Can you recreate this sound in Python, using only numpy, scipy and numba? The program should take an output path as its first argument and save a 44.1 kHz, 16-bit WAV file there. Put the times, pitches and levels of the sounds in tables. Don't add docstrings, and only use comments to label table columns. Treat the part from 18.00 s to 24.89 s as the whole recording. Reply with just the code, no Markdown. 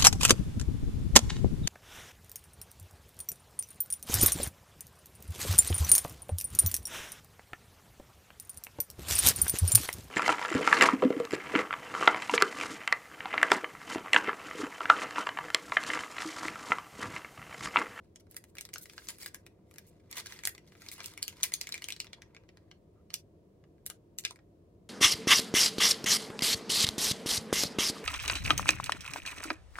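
import sys
import numpy as np
from scipy import signal
from scipy.fft import rfft, irfft, next_fast_len
from scipy.io import wavfile
from scipy.ndimage import uniform_filter1d
from numba import njit

SR = 44100
rng = np.random.default_rng(int(sys.argv[2]) if len(sys.argv) > 2 else 0)


def gain_from_db(level_db):
    decades = np.asarray(level_db, float) / 20
    return 10 ** decades


def waveform_to_disk(signal):
    frames = np.transpose(np.atleast_2d(signal))
    scaled = np.clip(frames, -1, 1) * 32767
    samples = np.round(scaled).astype(np.int16)
    wavfile.write(sys.argv[1], SR, samples)


N = 303849


def snaps(count=32, order=5):
    # (t/s, peak level/dB, loudest panel f/Hz, high panels level/dB)
    crease_snaps = [(0.1583, -37.5, 6150, -20), (0.2676, -54.5, 1350, -12), (0.311, -41, 10100, 21),
                    (0.3436, -44, 10700, -5), (0.3655, -25.5, 1930, 5.5), (0.4392, -42, 1930, -4),
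                    (0.5523, -41.5, 1780, -1), (0.5682, -40.5, 2800, -7), (0.5832, -30, 2320, -8),
                    (0.609, -29, 6330, -0.5), (0.6512, -34, 4470, -5), (0.689, -42.5, 2040, -9),
                    (0.7333, -35, 2700, -10), (0.7375, -26, 6450, -4), (0.7577, -29, 1430, -21),
                    (0.7814, -30, 5400, 6), (0.824, -42, 9600, 17), (0.856, -39, 1920, -5),
                    (0.8967, -36.5, 3200, -12), (0.9336, -42.5, 1670, -2), (0.9788, -30.5, 1620, -32),
                    (1.019, -47.5, 2100, -27), (1.07, -40.5, 6160, -19), (1.0858, -25, 6740, -5),
                    (1.1035, -31.5, 8700, -22), (1.184, -41.5, 8860, 9), (1.23, -36.5, 9200, 3),
                    (1.26, -25.5, 1650, 1), (1.3445, -28, 1700, -1.5), (1.464, -39.5, 2580, -7),
                    (1.711, -46, 2360, -2), (1.7392, -45.5, 1600, 2), (1.7587, -43.5, 2010, -9),
               (1.7827, -33.5, 1760, 0), (2.1121, -33.5, 11500, -14), (2.1267, -29, 2140, -14),
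               (2.168, -29, 4080, -1), (2.1833, -32, 1030, -6), (2.2, -33.5, 3920, -13),
               (2.2591, -32, 1600, -16), (2.2679, -32, 3880, -18), (2.322, -33, 1810, -18),
               (2.389, -34.5, 1830, -11), (2.4354, -31, 2190, -11), (2.452, -16.5, 8800, -12.5),
               (2.4721, -15.5, 1867, 2.5), (2.5489, -38, 2030, -9), (2.579, -41.5, 1930, -12),
               (2.72, -45.5, 2050, -37), (2.751, -46, 2550, -30), (2.8187, -39.5, 1510, -6),
               (2.8625, -39, 2270, -8), (2.8858, -30, 3740, -13), (2.9147, -31.5, 2190, 4),
               (2.9803, -43, 9900, -15), (3.0031, -28.5, 1350, -28), (3.042, -31, 2770, -7),
               (3.0584, -26.5, 7500, -0.5),
                    (3.1366, -39.5, 2240, -9), (3.1753, -30, 2220, -10.5), (3.227, -18.5, 4590, -6.5),
               (3.2791, -23, 3100, -6), (3.3257, -44, 2300, -13.5), (3.4087, -40, 4420, -21),
               (3.4311, -12, 6110, -6.5), (3.4369, -13.5, 2300, 3), (3.5195, -31.5, 2080, -8.5),
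               (3.5375, -15, 6500, -3.5), (3.6117, -20, 4820, -10), (3.64, -41, 2640, -23),
               (3.6701, -30, 2280, -10), (3.69, -31, 1750, -8.5), (3.722, -25, 4020, -13),
               (3.7413, -23, 2530, -13), (3.7533, -31.5, 2330, -19), (3.7775, -33.5, 2310, -12),
               (3.8205, -30.5, 2200, -9.5), (3.8411, -26, 3110, -10.5), (3.8854, -25, 2330, -7.5),
               (3.9032, -27.5, 2500, -11), (3.9219, -25, 3450, -13.5), (3.9632, -37, 4140, -14),
               (4.0012, -21, 4160, -13.5), (4.044, -39.5, 2400, -7.5), (4.068, -41, 3450, -40),
                    (4.1311, -30, 3400, -61), (4.2192, -38, 2010, -17), (4.3468, -43, 2220, -27.5),
                    (4.3648, -40.5, 2500, -36), (4.4355, -53.5, 4050, -26), (4.4894, -44, 2360, -68),
                    (4.5708, -46, 1760, -22), (4.7128, -40.5, 2970, -44), (5.1027, -38.5, 4400, -35),
                    (5.14, -18, 5480, -7.5), (5.6387, -51, 2800, -36), (5.781, -60, 4040, -32),
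                    (5.8624, -23, 10150, 4.5), (5.8993, -26.5, 1460, -6.5), (6.1854, -22, 7000, -0.5),
                    (6.2375, -38.5, 4630, -14), (6.2496, -15.5, 2515, -20.5), (6.308, -31, 987, -12),
                    (6.358, -45, 2220, -9), (6.389, -49.5, 1205, -30)]
    creases = np.array(crease_snaps)
    s, db, top_hz, high_db = creases.T[:, :, None, None]
    even = rng.random((2, len(s), order, count))
    bell = rng.standard_normal((4, len(s), order, count))

    harder_db = db + 32
    low_db = -13 - 0.9151 * harder_db - bell[1, :, :1, :1]
    give_s = 0.085 * 2 ** (0.05 * harder_db + 0.19 * bell[2, :, :1, :1])
    give_s = np.clip(give_s, 0.005, 0.3)

    hz = 450 + 15500 * ((np.arange(count) + even[0, :, :1]) / count) ** 1.276
    hz = hz * (1 + 0.055 * bell[3])
    hz[..., :1] = top_hz * (1 + 0.0062 * bell[0, ..., :1])

    low = np.clip(np.log2(3200 / hz), 0, 1.5)
    high = np.clip(np.log2(hz / 6000), 0, 1)
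    lowest = np.clip(np.log2(1300 / hz), 0, 2)
    colour = (low_db + 7.5) * low + (high_db + 2.0) * high - 12 * lowest
    colour = colour + 2.0 * bell[0] + 0.77 * bell[0, :, :1]
    colour = np.maximum(colour, 5.0 - 16 * np.abs(np.log2(hz / top_hz)))
    colour[..., 0] = 7.0
    colour -= 10 * np.log10(np.sum(gain_from_db(2 * colour), axis=2, keepdims=True))

    slip = np.arange(order)[:, None]
    later = (slip - 2 + rng.random((len(s), order, 1))) / order
    after = np.where(slip > 1, 0.0014 + 0.27 * give_s * later, 0)
    slip_db = np.where(after > 0, -11.0 - 60 * after / give_s, 0)
    slip_db[:, 0] = -19
    spread_s = np.where(after > 0, 0.008, 0.0006)
    spread_s[:, 0] = -0.0065
    start = s + 0.0008 + after + spread_s * even[1] ** 1.5

    lag_s = 6e-5 + 2.5e-5 * bell[3, :, :1, :1] + 0 * hz
    level_db = db + 2.0 + slip_db + colour
    return ring(start.ravel(), hz.ravel(), level_db.ravel(), cycles=0.57,
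                chance=bell[1:3].reshape(2, -1), lag_s=lag_s.ravel(), scatter_db=-0.1, swing=0.99)


def rustle(count=12000, size=5):
    # (t/s, rustle level/dB, brightness/dB per octave)
    hands = [(0.0, -80.5, -4), (0.2, -100, 1), (0.7, -79, 3.5), (1.11, -56, 4), (1.6, -100, -11),
             (1.7, -74, 4), (2.088, -78, -3.5), (2.108, -56, -0.5), (2.33, -55, 1), (2.64, -80.5, -2.5),
             (2.681, -67, 0), (3.079, -51.5, 3), (3.15, -72, -1.5), (3.261, -63, -0.5), (3.82, -63.5, 0.5),
             (4.122, -73.5, -2.5), (4.17, -86.5, -11.5), (4.75, -86, -4)]
    # (start t/s, length/s, rustle level/dB, brightness/dB per octave)
    rips = [(0.198, 0.012, -59.5, 3.5), (0.294, 0.054, -63, 5), (0.81, 0.031, -50, 11),
            (1.083, 0.035, -44, 3), (1.189, 0.1, -49.5, 4), (1.864, 0.037, -67.5, 8),
            (2.155, 0.055, -39.5, 1.5), (2.251, 0.034, -51, 6.5), (2.917, 0.027, -45, 6),
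            (2.978, 0.051, -44.5, -2.5), (3.432, 0.018, -33.5, 0.5), (0.033, 0.025, -72.5, -0.5),
            (0.463, 0.057, -77, 6), (2.452, 0.014, -68, 2.5), (5.113, 0.03, -67, -4)]
    # (f/Hz, level/dB per Hz)
    film = [(290, -42), (500, -11), (773, -18), (974, 3), (1060, -7.5), (2190, -4.5), (2980, -8.5),
            (3980, -6.5), (14900, -18.5), (16000, -14.5)]
    when, luck = rng.random((count, 2)).T
    even = rng.random((size, count))
    bell = rng.standard_normal((3, size, count))
    s = when * N / SR

    t, grip_db, grip_tilt = np.transpose(hands)
    db = np.interp(s, t, grip_db, right=-np.inf)
    tilt = np.interp(s, t, grip_tilt)
    for start, length, peak_db, bright_db in rips:
        swell_db = np.interp((s - start) / length, [0, 0.53, 1], [-7, 0, -8.5], left=-np.inf, right=-np.inf)
        pull_db = peak_db + swell_db
        tilt = np.where(pull_db > db, bright_db, tilt)
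        db = np.maximum(db, pull_db)

    clump_db = 3.5 * np.interp(s, np.linspace(0, N / SR, num=400), rng.standard_normal(400))
    hz = 500 + 15500 * ((np.arange(size)[:, None] + even) / size) ** 1.3
    db = db + 0.1 + clump_db + 12.0 * luck ** 3
    db = db + on_log(hz, film) + tilt * np.log2(hz / 4000)
    start = s + 0 * hz
    lag_s = 7e-5 + 4e-5 * bell[2, :1] + 0 * hz
    return ring(start.ravel(), hz.ravel(), db.ravel(), cycles=0.66, chance=bell[:2].reshape(2, -1),
                lag_s=lag_s.ravel(), scatter_db=1.5, swing=0.36)


def rub(count=24):
    start_s, length_s, panel_hz, level_db = 4.955, 0.058, 1266, -68
    bell = rng.standard_normal((3, count))
    slip_s = start_s + length_s * rng.random(count)
    hz = panel_hz * (1 + 0.04 * bell[2])
    return ring(slip_s, hz, level_db + 0 * hz, cycles=0.97, chance=bell[:2],
                lag_s=7e-5 + 0 * hz, scatter_db=1.0, swing=0.4)


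def ring(s, hz, db, cycles, chance, lag_s, scatter_db, swing):
    out = np.zeros((2, N))
    beam = np.minimum(hz / 5000, 1)
    side = 0.1 + 0.4 * beam + scatter_db * beam * chance[0]
    lead = np.pi * hz * lag_s + swing * beam * chance[1]
    t60 = cycles / hz ** 0.5
    gain = gain_from_db(db + np.array([side, -side]))
    add(out, (s * SR).astype(np.int64), hz, t60, gain, np.array([lead, -lead]))
    return out


@njit
def add(out, start, hz, t60, gain, phase):
    for k in range(len(hz)):
        p = np.exp(2j * np.pi * hz[k] / SR - np.log(1000) / (t60[k] * SR))
        for c in range(2):
            z = gain[c, k] * np.exp(1j * phase[c, k])
            for i in range(start[k], min(start[k] + int(t60[k] * SR), out.shape[1])):
                out[c, i] += z.imag
                z *= p


def on_log(hz, table):
    f, v = np.transpose(table)
    return np.interp(np.log(np.maximum(hz, 1)), np.log(f), v)


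def room(x, near_db=-24, near_t60=0.04, wet_db=-38, t60=0.26, dull_hz=9000, cut_s=0.069):
    # (f/Hz, level/dB)
    port = [(200, -15), (500, -10.5), (900, -9.5), (1300, -8), (2200, -1), (3200, -3.5), (4500, -0.5),
            (6500, -0.5), (9000, 2), (11500, 2), (15500, 1)]
    t = np.arange(8192) / SR
    noise = rng.standard_normal((3, len(t)))
    tail = signal.lfilter(*signal.butter(1, dull_hz, fs=SR), noise)
    direct = t == 0
    near = tail[0] * gain_from_db(near_db - 60 * t / near_t60) * np.minimum(t / 0.0013, 1) + direct
    far = tail[1:] * gain_from_db(wet_db - 60 * t / t60) * np.minimum(t / 0.0054, 1)
    far = far / (1 + (t / cut_s) ** 14)

    paths = rfft([near, *far])
    broad = uniform_filter1d(np.abs(paths) ** 2, size=90)
    even_out = np.sqrt(uniform_filter1d(broad, size=900) / broad)
    paths *= even_out * gain_from_db(on_log(np.arange(4097) * SR / 8192, port))
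    paths = np.roll(irfft(paths), 256, axis=1) * np.clip((0.17 - t) / 0.03, 0, 1)

    close = signal.fftconvolve(x, paths[:1], axes=1)
    walls = signal.fftconvolve(x.mean(0, keepdims=True), paths[1:], axes=1)
    return (close + walls)[:, 256:N + 256]


def house():
    # (f/Hz, level/dB per Hz)
    hum = [(12, -65.5), (20, -33), (29, -3.5), (44, -11), (102, -1), (135, -13.5), (151, -4.5), (206, -9),
           (251, -14.5), (323, -7), (709, -20), (839, -35), (913, -26), (1430, -39), (16500, -52.5)]
    # (f/Hz, likeness/0-1)
    likeness = [(60, 0.92), (300, 0.96), (640, 0.4), (1400, 0)]
    n = next_fast_len(N)
    hz = np.arange(n // 2 + 1) * SR / n
    mid, side = rfft(rng.standard_normal((2, n))) * gain_from_db(on_log(hz, hum))
    alike = np.clip(on_log(hz, likeness), 0, 1)
    mid = irfft(mid * np.sqrt(1 + alike), n)[:N]
    side = irfft(side * np.sqrt(1 - alike), n)[:N]
    left = 1.097 * (mid + side)
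    right = 1.027 * np.roll(mid - side, shift=3)
    return np.array([left, right]) * gain_from_db(-61) / np.std(mid)


def scene():
    return room(snaps() + rustle() + rub()) + house()


def top_cut(x):
    return signal.sosfilt(signal.butter(12, 16990, fs=SR, output="sos"), x)


def record(dry):
    x = signal.sosfilt(signal.butter(6, 40, "high", fs=SR, output="sos"), dry)
    x = signal.sosfilt(signal.ellip(8, 0.2, 26, 15800, fs=SR, output="sos"), x)
    return top_cut(x)


dry = scene()
out = record(dry)
waveform_to_disk(out)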